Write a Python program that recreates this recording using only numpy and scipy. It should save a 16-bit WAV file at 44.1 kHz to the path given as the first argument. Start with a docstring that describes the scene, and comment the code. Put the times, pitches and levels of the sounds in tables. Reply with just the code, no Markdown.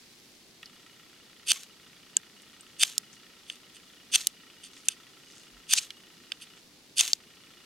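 """Outdoors, close up: a knife spine is driven down a ferro rod five times over a nest of dry tinder.
Each stroke swells as a grainy rasp through the modes of knife and rod, and snaps off with a knock and thud.
Sparks sizzle as fading coloured noise and pop as resonant bursts; between strokes the steel ticks back on
the rod, slides on it, and the tinder flares and rustles as noise puffs. A small stepping lens motor
chatters faintly over quiet air and hiss."""
import sys
import numpy as np
from scipy import signal
from scipy.fft import rfft, irfft
from scipy.io import wavfile
from scipy.ndimage import uniform_filter1d

SR = 44100
rng = np.random.default_rng(int(sys.argv[2]) if len(sys.argv) > 2 else 0)


def bounce(signal):
    """Save signal as a 16-bit WAV file at the path given by the first command-line argument."""
    frames = np.transpose(np.atleast_2d(signal))
    limited = np.clip(frames, -1, 1)
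    pcm = np.round(limited * 32767).astype(np.int16)
    wavfile.write(sys.argv[1], SR, pcm)


N = 337365
TIME = np.arange(N) / SR
SIDES = np.array([[1], [-1]])   # left, right
BLADE_HZ, SQUEAL_HZ = 1606, 11100

# Strokes. Each row: snap time in seconds, length in seconds, rasp in dB, rod squeal against the rasp in dB
# (before SQUEAL_TRIM_DB), snap in dB, snap decay in seconds, sizzle in dB.
STROKE_ROWS = [(1.5168, 0.063, -19, -16, -17, .0008, -38.5), (2.8328, 0.055, -19.5, -30, -14.5, 0.001, -37),
               (4.157, .047, -18.5, -26, -16, 0.0015, -36.5),
               (5.7355, 0.061, -21.5, -32, -15.5, 0.00075, -35),
               (7.0085, .055, -19, -11, -16.5, .0014, -31)]
SWELL_POWER, CHATTER_DB, OVERRUN_S, RELEASE_S, SQUEAL_TRIM_DB = 2.45, 0.97, 0.0015, 0.0024, -12


def strokes():
    """Pressure builds along the rod: thin and bright at first, then the low modes bite, then it lets go."""
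    out, t = np.zeros((2, N)), clock(0.3)
    for snap_s, length_s, rasp_db, squeal_db, _, _, sizzle_db in STROKE_ROWS:
        travel = np.clip(t / (length_s + OVERRUN_S), 0, 1)
        after_s = np.maximum(t - length_s - OVERRUN_S, 0)
        swell = np.sin(np.pi / 2 * travel) ** SWELL_POWER
        pressure = swell * np.exp(-after_s / RELEASE_S) * sputter(len(t), depth_db=CHATTER_DB)
        rasp, squeal = scrape(len(t), squeal_db, rough_db=5)
        low = cut(rasp, 7500, "low", order=1)
        thinned = rasp - 0.5 * (1 - travel) * low
        squeal = from_db(SQUEAL_TRIM_DB) * squeal * np.sin(np.pi * travel) ** 2
        # the squeal has its own swell, apart from the pressure
        add(out, snap_s - length_s, from_db(rasp_db) * (pressure * thinned + squeal))
        add(out, snap_s + OVERRUN_S, from_db(sizzle_db) * spark_shower(t))
    return out


# Sizzle spectrum. Each row: frequency in Hz, relative density in dB per Hz.
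SIZZLE_SPECTRUM = [(200, -29.5), (1000, -16), (2000, -10.5), (3200, 0), (5200, -5.5), (6500, -2),
                   (7700, -5.5), (9400, -7), (11000, -17.5), (12500, -9), (14200, -14), (16000, -41)]
FADE_DB_PER_S, LIFE_S, ATTACK_S = 113, 0.13, 0.00075
CRACKLES_PER_S, CRACKLE_DB = 79, -12.5


def spark_shower(t):
    """Burning sparks hiss and crackle; the shower thins out, then the last ones go dark."""
    thinning = from_db(-FADE_DB_PER_S * t) / (1 + (t / LIFE_S) ** 8)
    embers = thinning * (1 - np.exp(-t / ATTACK_S)) * sputter(len(t), depth_db=1.5)
    sparks = grains(len(t), rough_db=3.5, spread=0.043) + from_db(CRACKLE_DB) * crackles(len(t))
    return embers * rms_one(colour(sparks, SIZZLE_SPECTRUM))


def crackles(size):
    """Lone sparks burst at random moments with uneven strength; unit power on average."""
    chance = CRACKLES_PER_S / SR
    return (rng.random(size) < chance) * rng.standard_normal(size) / np.sqrt(chance)


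def sputter(size, depth_db):
    """A level that flares and fades every few milliseconds."""
    flicker = cut(rng.standard_normal(size), 103, "low")
    return rms_one(from_db(depth_db * rms_one(flicker)))


def scrape(size, squeal_db, rough_db):
    """The edge shaves the rod at unit level; friction makes the rod's top mode squeal."""
    force = grains(size, rough_db, spread=0.08)
    squeal = resonate(resonate(force, SQUEAL_HZ, 400), SQUEAL_HZ, 400)
    rasp = cut(steel(force, grit_db=-19.5), 970, "high")
    return rms_one(rasp), from_db(squeal_db) * rms_one(squeal)


# Knife and rod, damped by the hands. Each row: mode in Hz, width in Hz, gain in dB.
STEEL_MODES = [(1515, 55, -31), (2240, 180, -13), (2545, 134, 2.5), (2830, 88, 2), (2880, 30, 7),
               (3080, 210, 2.5), (3422, 176, 4), (3595, 97, 5), (4540, 210, 1.5), (5026, 120, 0.5),
               (5750, 100, -5.5), (6006, 87, 2.5), (6160, 210, -4), (6400, 160, -2), (7250, 740, -6),
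               (8100, 300, -1.5), (8580, 400, 0), (9110, 160, -1), (9750, 540, -11), (11190, 200, -14.5)]
# Grit at the contact. Each row: frequency in Hz, relative density in dB per Hz.
GRIT_SPECTRUM = [(100, -61), (400, -21.5), (900, -10.5), (1500, 3), (2300, 2), (8000, -5), (11500, -4),
                 (13000, 3), (16000, -11)]


def steel(force, grit_db):
    """Knife and rod ring, and the contact itself radiates broadband grit."""
    return from_db(grit_db) * colour(force, GRIT_SPECTRUM) - body(force, STEEL_MODES)


# Thud in the hands. Each row: frequency in Hz, relative density in dB per Hz.
THUD_SPECTRUM = [(30, -10), (130, 1.5), (350, 0.5), (550, -1), (800, 7.5), (1400, -7.5), (2500, 4),
                 (6000, -43)]
THUD_RE_SNAP_DB = -24


def snaps():
    """A bright knock as the edge leaves the rod, and the hands take up a dull thud."""
    out = np.zeros((2, N))
    for snap_s, _, _, _, db, decay_s, _ in STROKE_ROWS:
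        ring = knock(db, decay_s, hz=6200, boost_db=6, top_hz=16000, hum_db=-28.5, ping_db=-28)
        thud = colour(burst(0.0015, crack=1.3), THUD_SPECTRUM)
        add(out, snap_s, ring + at_level(thud, db + THUD_RE_SNAP_DB))
    return out


# Steel set back on the rod. Each row: time in seconds, level in dB, decay in seconds, strongest frequency
# in Hz, its boost in dB, rod ping against the level in dB.
SET_DOWN_ROWS = [(2.1676, -15, 0.00049, 7700, 19, -18), (3.499, -30.5, 0.00048, 2970, 11, -16),
                 (4.8845, -16.5, 0.0023, 7400, 9.5, -6), (6.3191, -27.5, 0.00041, 3230, 1, -41)]
FIRM_DB = -16   # reference for softer hits
FIRM_TOP_HZ, SOFTER_DB_PER_OCTAVE = 12800, 12.5
FIRM_HUM_DB, HUM_DB_PER_SOFTER_DB = -20, 0.5


def set_downs():
    """Steel lands on the rod without a thud: a hard landing is bright, a soft one duller with more hum."""
    out = np.zeros((2, N))
    for s, db, decay_s, hz, boost_db, ping_db in SET_DOWN_ROWS:
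        softer_db = FIRM_DB - db
        top_hz = FIRM_TOP_HZ * np.exp2(-softer_db / SOFTER_DB_PER_OCTAVE)
        hum_db = FIRM_HUM_DB + HUM_DB_PER_SOFTER_DB * softer_db
        add(out, s, knock(db, decay_s, hz, boost_db, top_hz, hum_db, ping_db))
    return out


def knock(db, decay_s, hz, boost_db, top_hz, hum_db, ping_db):
    """The point of contact picks which modes ring most; blade and rod sing briefly."""
    t = clock(0.06)
    grip = np.exp(-t / 0.0042)   # the firm grip chokes the ring
    ring = steel(burst(decay_s, crack=0.53), grit_db=-16.5) * grip
    ring = cut(ring + (from_db(boost_db) - 1) * resonate(ring, hz, 1200), top_hz, "low")
    hum = from_db(db + hum_db) * np.sin(2 * np.pi * BLADE_HZ * t) * np.exp(-t / 0.0045)
    ping = from_db(db + ping_db) * np.sin(2 * np.pi * SQUEAL_HZ * t) * np.exp(-t / 0.0029)
    return at_level(ring, db) + hum + ping


# Pops of sparks, ticks of tinder, and at 0.658 s the lens motor's second step. 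Each row: time in seconds,
# level in dB (before panning), centre in Hz, nominal width in Hz (the filters are wider),
# pan as left minus right in dB.
CLICK_ROWS = [(.658, -44, 4650, 800, 4), (1.533, -38, 7000, 6000, -3), (1.634, -43, 5000, 5000, 1),
              (2.42, -53.5, 7400, 4000, 3), (2.609, -47, 8450, 900, 3), (2.9800, -20, 6400, 4050, -2.5),
              (3.130, -54.5, 6200, 1500, 8), (3.557, -51, 3000, 7000, 2), (4.2706, -18, 6340, 12100, -1.5),
              (4.734, -52, 3800, 2500, 0), (5.9054, -36, 3120, 1270, -2), (7.0784, -29.5, 3540, 5000, -1),
              (7.1328, -15.5, 4850, 1410, 2.5)]
CLICK_DECAY_S, CLICK_DOUBLING_DB, CLICK_TOP_HZ = 0.0013, 17, 16000   # decay at FIRM_DB, drop that doubles it


def pops_and_ticks():
    """Spark pops, tinder ticks and one motor step: resonant bursts, the loud ones over sooner."""
    out = np.zeros((2, N))
    for s, db, hz, width_hz, pan_db in CLICK_ROWS:
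        decay_s = CLICK_DECAY_S * np.exp2((FIRM_DB - db) / CLICK_DOUBLING_DB)
        crack = burst(decay_s, crack=1.02)
        click = resonate(crack, hz, 1.5 * width_hz) + from_db(-9) * crack
        click = resonate(click, hz, 1.63 * width_hz)
        # bare crack fills in the lows and the very top
        fill = from_db(-25) * min(1, width_hz / 6000) * crack
        click = cut(cut(click, 1500, "high") + fill, CLICK_TOP_HZ, "low", order=4)
        add(out, s, at_level(click, db) * from_db(pan_db * SIDES / 2))
    return out


# Edge on the rod. Each row: centre in seconds, Gaussian sigma in seconds, peak level in dB,
# rod squeal against the rasp in dB (before SLIDE_SQUEAL_TRIM_DB).
SLIDE_ROWS = [(3.515, 0.027, -51, -14), (3.762, 0.012, -52, -36), (4.655, 0.017, -47, -3),
              (4.859, 0.011, -53.5, 9), (4.914, 0.014, -46, -5), (6.427, 0.0094, -43.5, 6)]
SLIDE_SQUEAL_TRIM_DB = -17


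def slides():
    """The edge feels for its place on the rod with hardly any pressure."""
    out = np.zeros((2, N))
    for s, sigma_s, db, squeal_db in SLIDE_ROWS:
        t = clock(6 * sigma_s)
        rasp, squeal = scrape(len(t), squeal_db, rough_db=5)
        sound = rasp + from_db(SLIDE_SQUEAL_TRIM_DB) * squeal
        add(out, s - t[-1] / 2, from_db(db) * sound * bell(t, sigma_s))
    return out


# Burning shavings. Each row: centre in seconds, Gaussian sigma in seconds, peak level in dB,
# resonance in Hz, its width in Hz.
FLARE_ROWS = [(1.566, 0.0064, -47, 2240, 25), (1.566, 0.0071, -58, 1100, 25),
              (4.212, 0.005, -37, 3970, 4000), (5.767, 0.0046, -27.5, 5920, 7000),
              (5.7825, 0.0068, -22.5, 5330, 4000), (5.783, 0.0044, -25.5, 2820, 300),
              (5.830, 0.0063, -43.5, 5000, 4000)]


def flares():
    """Burning shavings flare up as broad noise or whistle as a narrow resonance."""
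    return puffs(FLARE_ROWS, rough_db=-2)


# Hands and sleeve. Each row: centre in seconds, Gaussian sigma in seconds, peak level in dB.
RUSTLE_ROWS = [(3.148, 0.021, -60), (4.775, 0.028, -55.5), (5.349, 0.091, -58.5), (6.588, 0.016, -62)]
RUSTLE_HZ, RUSTLE_WIDTH_HZ = 5460, 3700


def rustles():
    """Hands and sleeve brush the tinder: many small uneven fractures in one broad band."""
    return puffs([(*row, RUSTLE_HZ, RUSTLE_WIDTH_HZ) for row in RUSTLE_ROWS], rough_db=7.5)


def puffs(rows, rough_db):
    """Short puffs of resonant grainy noise that rise and fall."""
    out = np.zeros((2, N))
    for s, sigma_s, db, hz, width_hz in rows:
        t = clock(6 * sigma_s)
        noise = resonate(grains(len(t), rough_db, spread=0.21), hz, width_hz)
        noise = cut(noise, min(2600, hz * 1.2), "high")
        noise = rms_one(cut(noise, 9600, "low", order=4))
        add(out, s - t[-1] / 2, from_db(db) * noise * bell(t, sigma_s))
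    return out


# Lens motor. Each row: start in seconds, end in seconds, level in dB, share of steps that sing.
MOTOR_RUN_ROWS = [(.629, 6.6, -61, 0.36), (7.2, 7.65, -61.5, .45)]
# Motor housing. Each row: mode in Hz, width in Hz, gain in dB.
HOUSING_MODES = [(1338, 138, -1.5), (1874, 98, 0.5), (2390, 580, -6.5), (2917, 190, 0.5), (3425, 410, -3.5)]
MOTOR_STEPS_PER_S = 29.97
KICK_DECAY_S, RUN_DECAY_S, FIRST_KICK_DB = 0.0023, 0.021, 22
PIP_HZ, PIP_DELAY_S, PIP_HALF_S, PIP_DB = 2900, 0.015, 0.0072, 5   # mean pitch; level against the motor's


def lens_motor():
    """About thirty steps a second shake the housing: a kick, then a short run that at times sings as a pip."""
    gain, share = np.zeros((2, N))
    for start_s, end_s, db, singing in MOTOR_RUN_ROWS:
        running = (TIME >= start_s) & (TIME < end_s)
        gain[running], share[running] = from_db(db), singing
    steps = np.maximum(TIME - MOTOR_RUN_ROWS[0][0], 0) * MOTOR_STEPS_PER_S
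    step, since_s = steps.astype(int), steps % 1 / MOTOR_STEPS_PER_S
    # each step draws its own strengths; N // 1000 exceeds the number of steps
    kick, run = rng.standard_normal((N // 1000, 2))[step].T
    sings = rng.random(N // 1000)[step] < share
    kick_db = np.where(step == 0, FIRST_KICK_DB, kick)
    drive = from_db(kick_db) * np.exp(-since_s / KICK_DECAY_S)
    drive = drive + 0.76 * from_db(2 * run) * np.exp(-since_s / RUN_DECAY_S)
    force = (gain > 0) * drive * grains(N, rough_db=-0.7, spread=0.17)
    rattle = rms_one(body(force, HOUSING_MODES))
    pip_shape = np.exp(-((since_s - PIP_DELAY_S) / PIP_HALF_S) ** 2)
    pip = sings * from_db(0.55 * kick) * pip_shape * np.sin(2 * np.pi * (PIP_HZ + 25 * run) * since_s)
    return gain * (rattle + from_db(PIP_DB) * pip)


# Air. Each row: frequency in Hz, relative density in dB per Hz.
AIR_SPECTRUM = [(20, -15), (50, -12.5), (100, -8), (170, -1.5), (260, 0), (400, -3), (600, -11.5),
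                (1000, -14), (2000, -17.5), (5000, -45)]
# Hiss. Each row: frequency in Hz, relative density in dB per Hz.
HISS_SPECTRUM = [(300, -13.5), (1200, -11), (2000, -1.5), (3000, 0.5), (4700, 2), (6200, -2), (7500, -5),
                 (10000, -8), (13000, -11.5), (16000, -17)]
# Hiss level. Each row: time in seconds, level in dB.
HISS_LEVEL_ROWS = [(0, -56), (.6, -58), (6.5, -57.5), (6.8, -58.5), (7.65, -58)]


def background():
    """Low outdoor air, a fine hiss, and one soft 45 Hz bump as the arm swings past."""
    air = from_db(-62) * rms_one(colour(grains(N, rough_db=0, spread=0.32), AIR_SPECTRUM))
    hiss_db = np.interp(TIME, *np.transpose(HISS_LEVEL_ROWS))
    hiss = from_db(hiss_db) * rms_one(colour(grains(N, rough_db=2, spread=0.72), HISS_SPECTRUM))
    bump = from_db(-58) * np.sin(2 * np.pi * 45 * TIME) * np.exp(-((TIME - 5.565) / 0.039) ** 2)
    return air + hiss + bump


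def grains(size, rough_db, spread):
    """Dense tiny fractures of uneven strength; spread sets how much the two ports differ."""
    mid, side = rng.standard_normal((2, size))
    unevenness = rms_one(uniform_filter1d(rng.standard_normal(size), size=24))
    return rms_one(from_db(rough_db * unevenness) * (mid + spread * side * SIDES))


def burst(decay_s, crack):
    """A one-sample crack and a cloud of fractures that dies away exponentially."""
    t = clock(0.06)
    cloud = rms_one(grains(len(t), rough_db=0, spread=0.2) * np.exp(-t / decay_s))
    return cloud + crack * rms_one(1.0 * (t == 0))


def at_level(hit, db):
    """Set the level of a hit: its energy over both sides, averaged over 5 ms."""
    return from_db(db) * hit / np.sqrt(np.sum(hit ** 2) / 2 / (0.005 * SR))


def bell(t, sigma_s):
    """Gaussian rise and fall about the middle of t."""
    return np.exp(-((t - t[-1] / 2) / sigma_s) ** 2 / 2)


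def from_db(db):
    """Decibels to gain."""
    return 10 ** (np.asarray(db) / 20)


def rms_one(x):
    """Scale to unit power."""
    return x / np.sqrt(np.mean(x ** 2) + 1e-20)


def clock(seconds):
    """Sample times of a short event."""
    return np.arange(int(seconds * SR)) / SR


def add(out, s, sound):
    """Mix a sound in at time s."""
    at = int(s * SR)
    out[:, at:at + sound.shape[1]] += sound[:, :N - at]


def colour(x, spectrum, size=4096):
    """Causal (minimum-phase) filter with the given (Hz, dB) outline."""
    hz, db = np.transpose(spectrum)
    log_hz = np.log(np.arange(size // 2 + 1) * SR / size + 1)
    outline_db = np.interp(log_hz, np.log(hz), db)
    # fold the cepstrum onto positive time
    cepstrum = irfft(np.log(from_db(outline_db))) * (1 + np.sign(size // 2 - np.arange(size)))
    cepstrum[0] /= 2
    impulse = irfft(np.exp(rfft(cepstrum)))
    return signal.oaconvolve(x, impulse[None])[:, :x.shape[1]]


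def resonate(x, hz, width_hz):
    """One two-pole resonance with gain 1 on top."""
    r = np.exp(-np.pi * width_hz / SR)
    zeros = np.array([1, 0, -1]) * (1 - r * r) / 2
    poles = [1, -(1 + r * r) * np.cos(2 * np.pi * hz / SR), r * r]
    return signal.lfilter(zeros, poles, x + 1e-18)


def body(x, modes):
    """Parallel resonances of alternating sign."""
    return sum((-1) ** k * from_db(db) * resonate(x, hz, width_hz) for k, (hz, width_hz, db) in enumerate(modes))


def cut(x, hz, kind, order=2):
    """Butterworth low- or high-pass."""
    return signal.sosfilt(signal.butter(order, min(hz, SR / 2 - 100), kind, fs=SR, output="sos"), x)


# What the two microphone ports favour. Each row: frequency in Hz, left minus right in dB.
PORT_TILT = [(1500, 1.5), (2700, 0.5), (3500, -4), (4300, -3), (5200, -2.5), (6400, 9.5), (8000, -1.5),
             (9800, -8.5), (15000, 1.5)]


def scene():
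    """Hand work just in front of the two ports; its shortest waves reach them out of step."""
    work = strokes() + snaps() + set_downs() + pops_and_ticks() + slides() + flares() + rustles()
    left = colour(work[:1], [(hz, db / 2) for hz, db in PORT_TILT])
    right = colour(work[1:], [(hz, -db / 2) for hz, db in PORT_TILT])
    right = right - 2 * resonate(right, 13750, 1360)   # flips the polarity around 13.75 kHz
    return np.vstack([left, right]) + lens_motor() + background()


CUTOFF_HZ = 16000


def record(dry):
    """Peaks are clipped at 0.85 of full scale, then the top is cut steeply."""
    steep = signal.ellip(10, 0.1, 80, CUTOFF_HZ, fs=SR, output="sos")
    return signal.sosfilt(steep, np.clip(dry, -0.85, 0.85))


dry = scene()
out = record(dry)
bounce(out)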